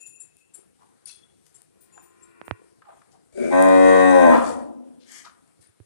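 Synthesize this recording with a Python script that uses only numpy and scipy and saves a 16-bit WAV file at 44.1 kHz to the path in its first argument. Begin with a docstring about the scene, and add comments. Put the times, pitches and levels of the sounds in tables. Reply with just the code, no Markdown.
"""Cow in an echoing shed

Close to the microphone a cow moos once, vocal folds pulsing through throat and mouth; another lows far off.
Struck neck bells and a chain clink, hooves shuffle in straw and a nose snorts, over the shed's murmur.
The microphones sit behind two ports of a hand-held phone: the right one is muffled, of opposite
polarity, and picks up finger taps through the case."""
import sys
import numpy as np
from scipy import signal
from scipy.fft import rfft, irfft
from scipy.io import wavfile
from scipy.ndimage import uniform_filter1d

SR = 44100
rng = np.random.default_rng(int(sys.argv[2]) if len(sys.argv) > 2 else 0)


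def int16_out(signal):
    """Quantize to a 16-bit WAV file."""
    q = np.round(np.clip(np.atleast_2d(signal).T, -1, 1) * 32767)
    wavfile.write(sys.argv[1], SR, q.astype(np.int16))


N = 257984

# room tone of the shed: (frequency [Hz], relative level [dB])
MURMUR_SPECTRUM = [(25, -23.5), (50, -15.5), (95, -7), (200, -4), (370, -2.5), (760, -19), (1540, -20.5),
                   (2500, -24.5), (6450, -26), (9300, -16.5), (11500, -26.5), (12300, -41.5),
                   (15400, -63.5)]
# decay of the shed's echo: (frequency [Hz], t60 [s])
SHED_DECAY = [(100, 0.77), (260, 1.484), (600, 0.88), (1500, 0.57), (4000, 0.19), (10000, 0.18)]
# how alike diffuse sound is at the two ports: (frequency [Hz], coherence [0-1])
PORT_COHERENCE = [(60, .85), (130, .99), (450, .995), (800, .94), (1400, .15), (4000, .02)]
# right port against the left: (frequency [Hz], gain [dB], phase [rad])
RIGHT_PORT = [(60, -5.5, 1.5), (319, -2.5, 0), (353, -5, 0.16), (493, -4.5, 0.82), (597, -3.5, 0.89),
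              (773.4, -7, -5), (853.6, 2.5, 1.1), (945, -10, -2), (1210, -2, -1), (1550, -6, -1),
              (2195, -5, -2.5), (3800, -12.5, -5), (5600, -17.5, -6), (7440, -40.5, -18.5),
              (15100, -22.5, -31.5)]
# fingers on the case: (time [s], snap level [dB], thump level [dB])
FINGER_TAPS = [(2.415, -17, -47), (2.4808, -16, -36), (2.511, -3, -19), (5.592, -57.5, -46.5),
               (5.689, -57, -49), (5.802, -40, -32.5)]
# straw, low scuffs and hooves set down: (time [s], level [dB], centre [Hz], t60 [s])
STRAW_RUSTLES = [(.79, -64.5, 8150, 0.38), (1.055, -45, 5140, 0.37), (1.43, -60, 8600, 0.63),
                 (3.109, -59.5, 6050, 0.18), (4.992, -57, 3980, 0.51), (5.238, -47, 4500, .2),
                 (5.61, -60, 4500, .25)]
FLOOR_SCUFFS = [(.567, -53, 370, 0.2), (.785, -53.5, 910, 0.27), (2.58, -49, 378, 0.26),
                (3.13, -51.5, 760, 0.12), (5.24, -43, 1243, 0.19), (5.61, -62, 1610, 0.26)]
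HOOF_STEPS = [(1.975, -51.5, 860, .23), (2.818, -54.5, 1240, .12), (2.849, -52.5, 960, .19),
              (2.886, -42, 722, .27), (2.925, -55.5, 890, .12), (3.016, -55, 1160, .07)]
# dry ticks: (time [s], level [dB], frequency [Hz])
TICKS = [(0.369, -35, 9600), (1.619, -30, 9400), (3.625, -8.5, 9060), (3.688, -20, 7894), (5.12, -25, 7400),
         (5.478, -47, 7450)]
# ringing modes of the bells and chain: (frequency [Hz], relative level [dB], t60 [s])
BIG_BELL_MODES = [(2590, -12.5, 0.9), (2703, -13, 0.76), (6950, -11, 0.87), (7125, 0.5, 0.54),
                  (9120, -11.5, 0.61), (10900, -17.5, 0.6), (14140, -42, .4)]
SMALL_BELL_MODES = [(7380, -9, .14), (7520, 0, .16), (7700, -10, .1), (8200, -14, .12), (9150, -12, .2),
                    (9478, -9, .22), (11330, -18, .1), (14800, -24, .06)]
TINY_BELL_MODES = [(9400, 8.5, 0.16), (12600, -8, 0.1), (14500, 5, .22), (14700, -8, .12), (15200, 2, .15),
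                   (15300, -5, .12)]
CHAIN_MODES = [(2638, -18.5, 0.2), (3376, -16, 0.8), (4200, -8, 0.31), (4500, -4.5, 0.23), (5650, -4, .17),
               (5975, -3, 0.12), (6460, -21, .15), (6950, -11, 0.12), (8800, 2, 0.22), (9640, 2.5, 0.28),
               (10200, 0, 0.27)]
# blows on them: (time [s], ring level [dB], clack level [dB], hardness [dB/octave])
BIG_BELL_BLOWS = [(0.0, -42.5, -49, -1.7), (0.059, -44.5, -45.5, 13), (0.376, -72, -57, -13),
                  (1.923, -51, -63, 2.5)]
SMALL_BELL_BLOWS = [(.198, -30.5, -48.5, -5), (.537, -35, -44, 3), (1.542, -36, -46.5, -24),
                    (2.222, -44, -56, -33)]
TINY_BELL_BLOWS = [(1.806, -56.5, -51.5, .1), (2.02, -56, -56, .1), (2.448, -61, -51.5, .1)]
CHAIN_BLOWS = [(1.056, -51, -42, -2), (1.071, -42.5, -44, -2.5), (5.606, -68, -50, 4)]
# air rushing through the nose: (centre [Hz], width [Hz], level [dB])
SNORT_BANDS = [(2000, 700, -49), (3170, 700, -55), (6370, 5200, -43)]
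# resonances of the far cow, and of the near one with mouth shut and open:
# (centre [Hz], width before spreading [Hz], relative level [dB])
FAR_THROAT = [(360, 73, 5), (1033, 86, -2), (1417, 100, -5), (1860, 144, -8), (2393, 82, -6.5),
              (2705, 79.5, -10)]
SHUT_THROAT = [(240, 31, -9.5), (372.8, 58, -6.5), (599, 90, -17.5), (1440, 310, -33.5), (2042, 15, -21.5),
               (2304, 71, -23)]
OPEN_THROAT = [(264.74, 86.7, -4), (1043, 102.5, -17), (1548, 90, -25), (1877.6, 103, -24.5),
               (2057, 75, -38.5), (2470, 110, -35.5), (3263, 80, -46.5), (3620, 100, -48), (3846, 120, -45)]
# hiss of the near cow's breath: (frequency [Hz], relative level [dB])
BREATH_SPECTRUM = [(2000, -19.5), (3500, 0), (4100, -4.5), (4500, 0.5), (5200, -1.5), (6500, -0.5),
                   (9000, 7), (10800, -5), (11800, -18.5), (15500, -41.5)]
# two narrow whistles in that breath: (time [s], upper [Hz], lower [Hz])
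BREATH_WHISTLES = [(3.6, 9030, 6630), (4.1, 7950, 6320), (4.4, 8800, 5865)]
# course of the close moo: (time [s], effort [dB], pitch [Hz])
MOO_CONTOUR = [(3.325, -54, 79.7), (3.368, -36.5, 79.62), (3.376, -24.5, 79.92), (3.428, -20, 82.05),
               (3.504, -21.5, 87.26), (3.527, -15.5, 90.3), (3.598, -9.5, 92.43), (3.649, -10.5, 94.12),
               (3.879, -7, 93.4), (4.102, -8, 92.26), (4.165, -9.5, 90.18), (4.236, -8.5, 87.35),
               (4.3, -8.5, 83.4), (4.352, -10.5, 80.54), (4.41, -20, 80), (4.62, -43, 78.7),
               (4.7, -75, 79.1)]


def gain_of(db):
    """Decibels to amplitude."""
    return 10 ** (np.asarray(db) / 20)


def unit_rms(x):
    """Scales to an RMS of one."""
    return x / np.sqrt(np.mean(x ** 2) + 1e-20)


def curve_at(points, hz, column=1):
    """Reads a table along a logarithmic frequency axis."""
    table = np.transpose(points)
    return np.interp(np.log(hz + 1), np.log(table[0] + 1), table[column])


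def bump(t, centre_s, span_s):
    """A smooth rise to one and back."""
    return np.exp(-((t - centre_s) / span_s) ** 2)


def add(mix, start_s, sound):
    """Lays a sound into the mix and returns the mix."""
    part = mix[round(max(start_s, 0) * SR):][:len(sound)]
    part += sound[:len(part)]
    return mix


def filtered(x, order, hz, kind="low"):
    """A flat-topped pass filter."""
    return signal.sosfilt(signal.butter(order, hz, kind, fs=SR, output="sos"), x)


def dulled(x):
    """Takes the highest treble off a noise."""
    return filtered(x, order=10, hz=11700)


def coloured(x, gain):
    """Multiplies the spectrum by gain(hz)."""
    n = x.shape[-1]
    return irfft(rfft(x) * gain(np.fft.rfftfreq(n, 1 / SR)), n)


def resonate(x, hz, width):
    """One resonance, steady or gliding along the curve hz."""
    r = np.exp(-np.pi * width / SR)
    if np.ndim(hz) == 0:
        return 2 * signal.lfilter([1 - r], [1, -r * np.exp(2j * np.pi * hz / SR)], x).real
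    turn = np.exp(2j * np.pi * np.cumsum(hz) / SR)
    return 2 * (turn * signal.lfilter([1 - r], [1, -r], x * turn.conj())).real


def steep_band(x, hz, width):
    """The same resonance twice, for steeper skirts."""
    return resonate(resonate(x, hz, width), hz, width)


def diffuse_pair(left, other):
    """Diffuse sound at two ports: alike in the bass, unrelated in the treble."""
    alike = lambda hz: np.clip(curve_at(PORT_COHERENCE, hz), 0, 1)
    right = coloured(left, alike) + coloured(other, lambda hz: np.sqrt(1 - alike(hz) ** 2))
    return np.array([left, right])


def murmur():
    """Room tone all around the microphone, with drifting patches and a slow swell."""
    frames, hz = N // 256 + 5, np.fft.rfftfreq(1024, 1 / SR)
    a, b, c, d, patches = rng.standard_normal((frames, 513, 5)).T
    patches = unit_rms(uniform_filter1d(uniform_filter1d(patches, 30, 0), 14, 1))
    swell = unit_rms(uniform_filter1d(rng.standard_normal(frames), 25))
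    level_db = curve_at(MURMUR_SPECTRUM, hz)[:, None] + 1.8 * patches + 1.2 * swell
    spectra = np.array([a + 1j * b, c + 1j * d]) * gain_of(level_db)
    noise = signal.istft(spectra, nperseg=1024, noverlap=768)[1][:, :N]
    return gain_of(-60) * diffuse_pair(*unit_rms(noise))


def low_rumble():
    """A faint low noise that swells and fades with the moo."""
    times, efforts, _ = np.transpose(MOO_CONTOUR)
    t = np.arange(times[0], times[-1], 1 / SR)
    noise = unit_rms(filtered(rng.standard_normal(len(t)), order=3, hz=120))
    return add(np.zeros(N), times[0], gain_of(-40.5 + 0.32 * np.interp(t, times, efforts)) * noise)


def shed_echo(x):
    """Sparse reflections of random sign, each band dying at its own speed."""
    echoes = np.zeros((2, 3 * SR // 2))
    slots = np.arange(400, 3 * SR // 2 - 20, 20)
    arrivals = slots + rng.integers(0, 20, (2, len(slots)))
    np.put_along_axis(echoes, arrivals, rng.choice([-1., 1.], arrivals.shape), 1)
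    hz, t, spectra = signal.stft(echoes, SR, nperseg=512)
    spectra = spectra * gain_of(-60 * t / curve_at(SHED_DECAY, hz)[:, None])
    spectra /= np.linalg.norm(spectra[0], axis=1)[:, None]  # the same echo energy in every band
    tail = diffuse_pair(*signal.istft(spectra, SR, nperseg=512)[1])
    return signal.fftconvolve(x[None], tail / np.linalg.norm(tail[0]), axes=1)[:, :N]


def hand_scatter(x, t60_s=0.053):
    """Direct sound at both ports: its treble scatters round the moving hand to reach the right one."""
    scatter = rng.standard_normal((3, 1500)) * gain_of(-60 * np.arange(1500) / SR / t60_s)
    scatter /= np.linalg.norm(scatter[0])
    turn = 2 * np.pi * (1.303 * np.arange(N) / SR + np.arange(3)[:, None] / 3)  # three paths take turns
    paths = signal.oaconvolve(x * np.sqrt(2 / 3) * np.cos(turn), scatter, axes=1)
    return diffuse_pair(x, paths.sum(0)[:N])


def ports(sound):
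    """The right port is muffled, late and inverted."""
    response = lambda hz: gain_of(curve_at(RIGHT_PORT, hz)) * np.exp(1j * curve_at(RIGHT_PORT, hz, 2))
    return np.array([sound[0], -coloured(sound[1], response)])


def finger_taps(snap_s=.00035):
    """Handling noise: a sharp snap that swings back, then a low thump of the case."""
    out, t = np.zeros(N), np.arange(4000) / SR
    snap = 1.6 * np.exp(-t / snap_s) * (1 - t / snap_s) * (1 - np.exp(-t / .00002))
    thump = np.exp(-t / 0.0098) * np.sin(2 * np.pi * 105 * t)
    thump += 0.93 * np.exp(-t / 0.00197) * np.sin(2 * np.pi * 330 * t)
    for start_s, snap_db, thump_db in FINGER_TAPS:
        add(out, start_s, gain_of(snap_db) * snap + gain_of(thump_db) * thump)
    return filtered(out, 3, [70, 2500], "band")  # the case damps the treble


def shuffles(events, rise_share, width_share, grain_db, knock=0, knock_s=.003):
    """Hooves and straw on the floor: grainy noise swells and dies; knock lifts the first contact."""
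    out, t = np.zeros(N), np.arange(SR // 3) / SR
    for start_s, level_db, hz, t60 in events:
        noise, grain = rng.standard_normal((2, len(t)))
        noise = noise * gain_of(grain_db * unit_rms(uniform_filter1d(grain, 150)))
        rise_s = rise_share * t60
        since_peak = np.maximum(t - rise_s, 0)
        envelope = np.minimum(t / rise_s, 1) * gain_of(level_db - 60 * since_peak / t60)
        envelope *= 1 + knock * np.exp(-since_peak / knock_s)
        add(out, start_s, envelope * unit_rms(steep_band(noise, hz, width_share * hz)))
    return out


def ticks():
    """Dry ticks: a few cycles, gone in about a millisecond."""
    out, t = np.zeros(N), np.arange(200) / SR
    for start_s, level_db, hz in TICKS:
        add(out, start_s, gain_of(level_db) * np.exp(-t / 0.00052) * np.sin(2 * np.pi * hz * t))
    return out


def snort(start_s=5.05, rise_s=.1, hold_s=.04, t60_s=.3):
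    """Air blown through the nose: swells, holds, dies away."""
    t = np.arange(SR // 2) / SR
    noise = rng.standard_normal(len(t))
    blow = sum(gain_of(db) * unit_rms(steep_band(noise, hz, width)) for hz, width, db in SNORT_BANDS)
    fall_db = -60 * np.maximum(t - rise_s - hold_s, 0) / t60_s
    return add(np.zeros(N), start_s, np.minimum(t / rise_s, 1) * gain_of(fall_db) * blow)


def struck_metal(modes, blows, flutter_db):
    """Each blow clacks and rings the modes, harder ones the higher; mode levels waver at random."""
    out, t = np.zeros(N), np.arange(SR // 2) / SR
    attack = 1 - np.exp(-t / 0.008)
    for start_s, ring_db, clack_db, hardness in blows:
        noise = rng.standard_normal((len(modes) + 1, len(t)))
        flutter = flutter_db * unit_rms(uniform_filter1d(uniform_filter1d(noise[1:], 400), 400))
        ring = np.zeros(len(t))
        for (hz, db, t60), waver_db in zip(modes, flutter):
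            mode_db = db + hardness * np.log2(hz / 7000) - 60 * t / t60 + waver_db
            ring += gain_of(mode_db) * np.sin(2 * np.pi * (hz * t + rng.random()))
        clack = unit_rms(dulled(resonate(noise[0], hz=8970, width=1130)))
        clack *= gain_of(clack_db - 60 * t / 0.24)
        add(out, start_s, (gain_of(ring_db) * ring + clack) * attack)
    return out


def vocal_folds(hz, rough, partial_limit, jitter, waver_db=1.4, smear_rad=.12):
    """Even pulses and a puff of noise each cycle, shared out by roughness; also returns the phase."""
    wobble = unit_rms(uniform_filter1d(rng.standard_normal(len(hz)), 500))
    cycles = np.cumsum(hz * (1 + jitter * rough * wobble)) / SR
    knots = rng.standard_normal((partial_limit, len(hz) // 6000 + 2))
    place = np.linspace(0, knots.shape[1] - 1, len(hz))
    pulses = np.zeros(len(hz))
    for k in range(1, partial_limit):  # each partial wavers on its own; higher ones arrive later
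        waver = np.interp(place, np.arange(knots.shape[1]), gain_of(waver_db * knots[k]))
        pulses += waver * np.cos(2 * np.pi * k * cycles - smear_rad * k ** 2)
    puffs = (.3 + np.exp(-(cycles % 1) / 0.68)) * rng.standard_normal(len(hz))
    return (1 - rough) * unit_rms(pulses) + rough * unit_rms(puffs), cycles


def throat(drive, modes, spread, tilt_db=0):
    """Resonances side by side, of alternate sign, widened by spread and tilted by tilt_db per octave."""
    return sum((-1) ** k * gain_of(db + tilt_db * np.log2(hz / 270))
               * steep_band(drive, hz, spread * width) for k, (hz, width, db) in enumerate(modes))


def far_cow(start_s=1.7, peak_s=2.517, end_s=2.76):
    """A hoarse, dull low from across the shed: swells slowly, sags in pitch, stops quickly."""
    t = np.arange(start_s, end_s, 1 / SR)
    level_db = np.interp(t, [start_s, peak_s, end_s], [-67.5, -46, -93.5])
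    pitch_hz = 87.4 - 2.3 * (t - start_s)
    drive, _ = vocal_folds(pitch_hz, rough=.6, partial_limit=34, jitter=0.013)
    return add(np.zeros(N), start_s, gain_of(level_db) * unit_rms(throat(drive, FAR_THROAT, spread=1.8)))


def patchy(x, depth_db):
    """Makes a wheeze uneven over time and frequency."""
    spectra = signal.stft(x, nperseg=512)[2]
    patches = rng.standard_normal(spectra.shape)
    patches = unit_rms(uniform_filter1d(uniform_filter1d(patches, 4, axis=0), 14, axis=1))
    return signal.istft(spectra * gain_of(depth_db * patches), nperseg=512)[1][:len(x)]


def breath(t, cycles, rough):
    """Hiss heard close up, one gust a cycle, with two whistles while the voice is clean."""
    gusts = (1 + 0.25 * np.cos(2 * np.pi * cycles)) * rng.standard_normal(len(t))
    hiss = unit_rms(coloured(gusts, lambda hz: gain_of(curve_at(BREATH_SPECTRUM, hz))))
    times, *glides = np.transpose(BREATH_WHISTLES)
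    whistles = sum(unit_rms(resonate(gusts, np.interp(t, times, hz), width=160)) for hz in glides)
    return hiss + gain_of(-9.0) * (1 - rough) * whistles


def mouth_and_nose(t, drive, opened, slack, rough):
    """Shapes the voice at an even level: brighter as the mouth opens, duller as the folds slacken."""
    mid_call_dip = bump(t, centre_s=3.93, span_s=0.28)  # two resonances sink, darkening the vowel
    second = (595 * (1 - .15 * mid_call_dip), 100, -7)
    third = (860 * (1 - 0.099 * mid_call_dip), 96, -19.5)
    open_modes = [OPEN_THROAT[0], second, third, *OPEN_THROAT[1:]]
    hoarse_modes = [(620, 534, -12.5), (1200, 690, -23.5)]  # hoarseness smears the middle resonances
    nose_mode = (236, 58, -20)
    tilt_db = -1.53 + (2.65 - 1.6 * slack) * opened
    mouth = 0.89 * opened
    tone = throat(mouth * drive, open_modes, spread=1.27, tilt_db=tilt_db)
    tone += throat((1 - mouth) * drive, SHUT_THROAT, spread=1.36, tilt_db=tilt_db)
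    tone += throat(mouth * rough ** 2 * drive, hoarse_modes, spread=2.1)
    tone -= throat(drive, [nose_mode], spread=3.16)
    tone = filtered(tone, 8, 176, "high")  # the mouth radiates little bass
    return tone / np.sqrt(uniform_filter1d(tone ** 2, 2500) + 1e-20)


def near_cow(opens_s=3.504, opening_s=.023, slack_hz=79.32, taut_hz=94.5):
    """Close to the microphone: a shut-mouthed grunt opens to a clean tone and breaks into a growl."""
    times, efforts, pitches = np.transpose(MOO_CONTOUR)
    t = np.arange(times[0], times[-1], 1 / SR)
    effort_db, hz = np.interp(t, times, efforts), np.interp(t, times, pitches)
    opened = np.clip((t - opens_s) / opening_s, 0, 1)
    slack = np.clip((taut_hz - hz) / (taut_hz - slack_hz), 0, 1) ** 3.6
    rough = np.minimum(0.041 + slack + .3 * (1 - opened), 1)  # slack folds and shut lips are rough
    drive, cycles = vocal_folds(hz, rough, partial_limit=46, jitter=0.0595)
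    turbulence = 0.44 * filtered(rng.standard_normal(len(t)), 2, 1300, "high")
    voice = gain_of(effort_db) * mouth_and_nose(t, drive + turbulence, opened, slack, rough)
    hiss = breath(t, cycles, rough)
    sigh = gain_of(-43) * bump(t, centre_s=4.48, span_s=.05)  # air let out as the voice fails
    wheeze = (gain_of(-38.5 + 0.45 * effort_db) + sigh) * dulled(patchy(hiss, depth_db=2.5))
    return add(np.zeros(N), times[0], voice + wheeze)


def scene():
    """The shed from beside the near cow; the far one arrives with a larger share of echo."""
    near, far = near_cow() + low_rumble(), far_cow()
    clinks = (struck_metal(BIG_BELL_MODES, BIG_BELL_BLOWS, flutter_db=5.5)
              + struck_metal(SMALL_BELL_MODES, SMALL_BELL_BLOWS, flutter_db=5.0)
              + struck_metal(TINY_BELL_MODES, TINY_BELL_BLOWS, flutter_db=2.5)
              + struck_metal(CHAIN_MODES, CHAIN_BLOWS, flutter_db=8.0))
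    nose = snort()
    hooves = shuffles(HOOF_STEPS, rise_share=.017, width_share=0.7, grain_db=6, knock=gain_of(3))
    scuffs = shuffles(FLOOR_SCUFFS, rise_share=0.11, width_share=0.49, grain_db=4.5)
    straw = shuffles(STRAW_RUSTLES, rise_share=0.06, width_share=0.84, grain_db=3.5)
    stirring = clinks + ticks() + dulled(nose + hooves + scuffs + straw)
    echo = shed_echo(gain_of(-9.5) * near + gain_of(-4.5) * far + gain_of(-9.0) * stirring)
    direct = hand_scatter(near + stirring + gain_of(-7) * far)
    through_case = finger_taps() * gain_of([[-26], [0]])  # mostly into the right microphone
    return ports(direct + echo + murmur()) + through_case


def record(dry, bass_cut_hz=70, ceiling=1.04, top_hz=15420):
    """The phone's inputs: hiss, bass cut, soft overload of the loudest peaks, then the band limit."""
    hiss = gain_of([[-95], [-74]]) * dulled(rng.standard_normal((2, N)))
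    both = filtered(dry + hiss, 2, bass_cut_hz, "high")
    both = both / (1 + abs(both / ceiling) ** 5) ** (1 / 5)
    band_limit = signal.firwin(511, top_hz, window=("kaiser", 9), fs=SR)
    return np.clip(signal.oaconvolve(both, band_limit[None], "same"), -1, 1)


dry = scene()
out = record(dry)
int16_out(out)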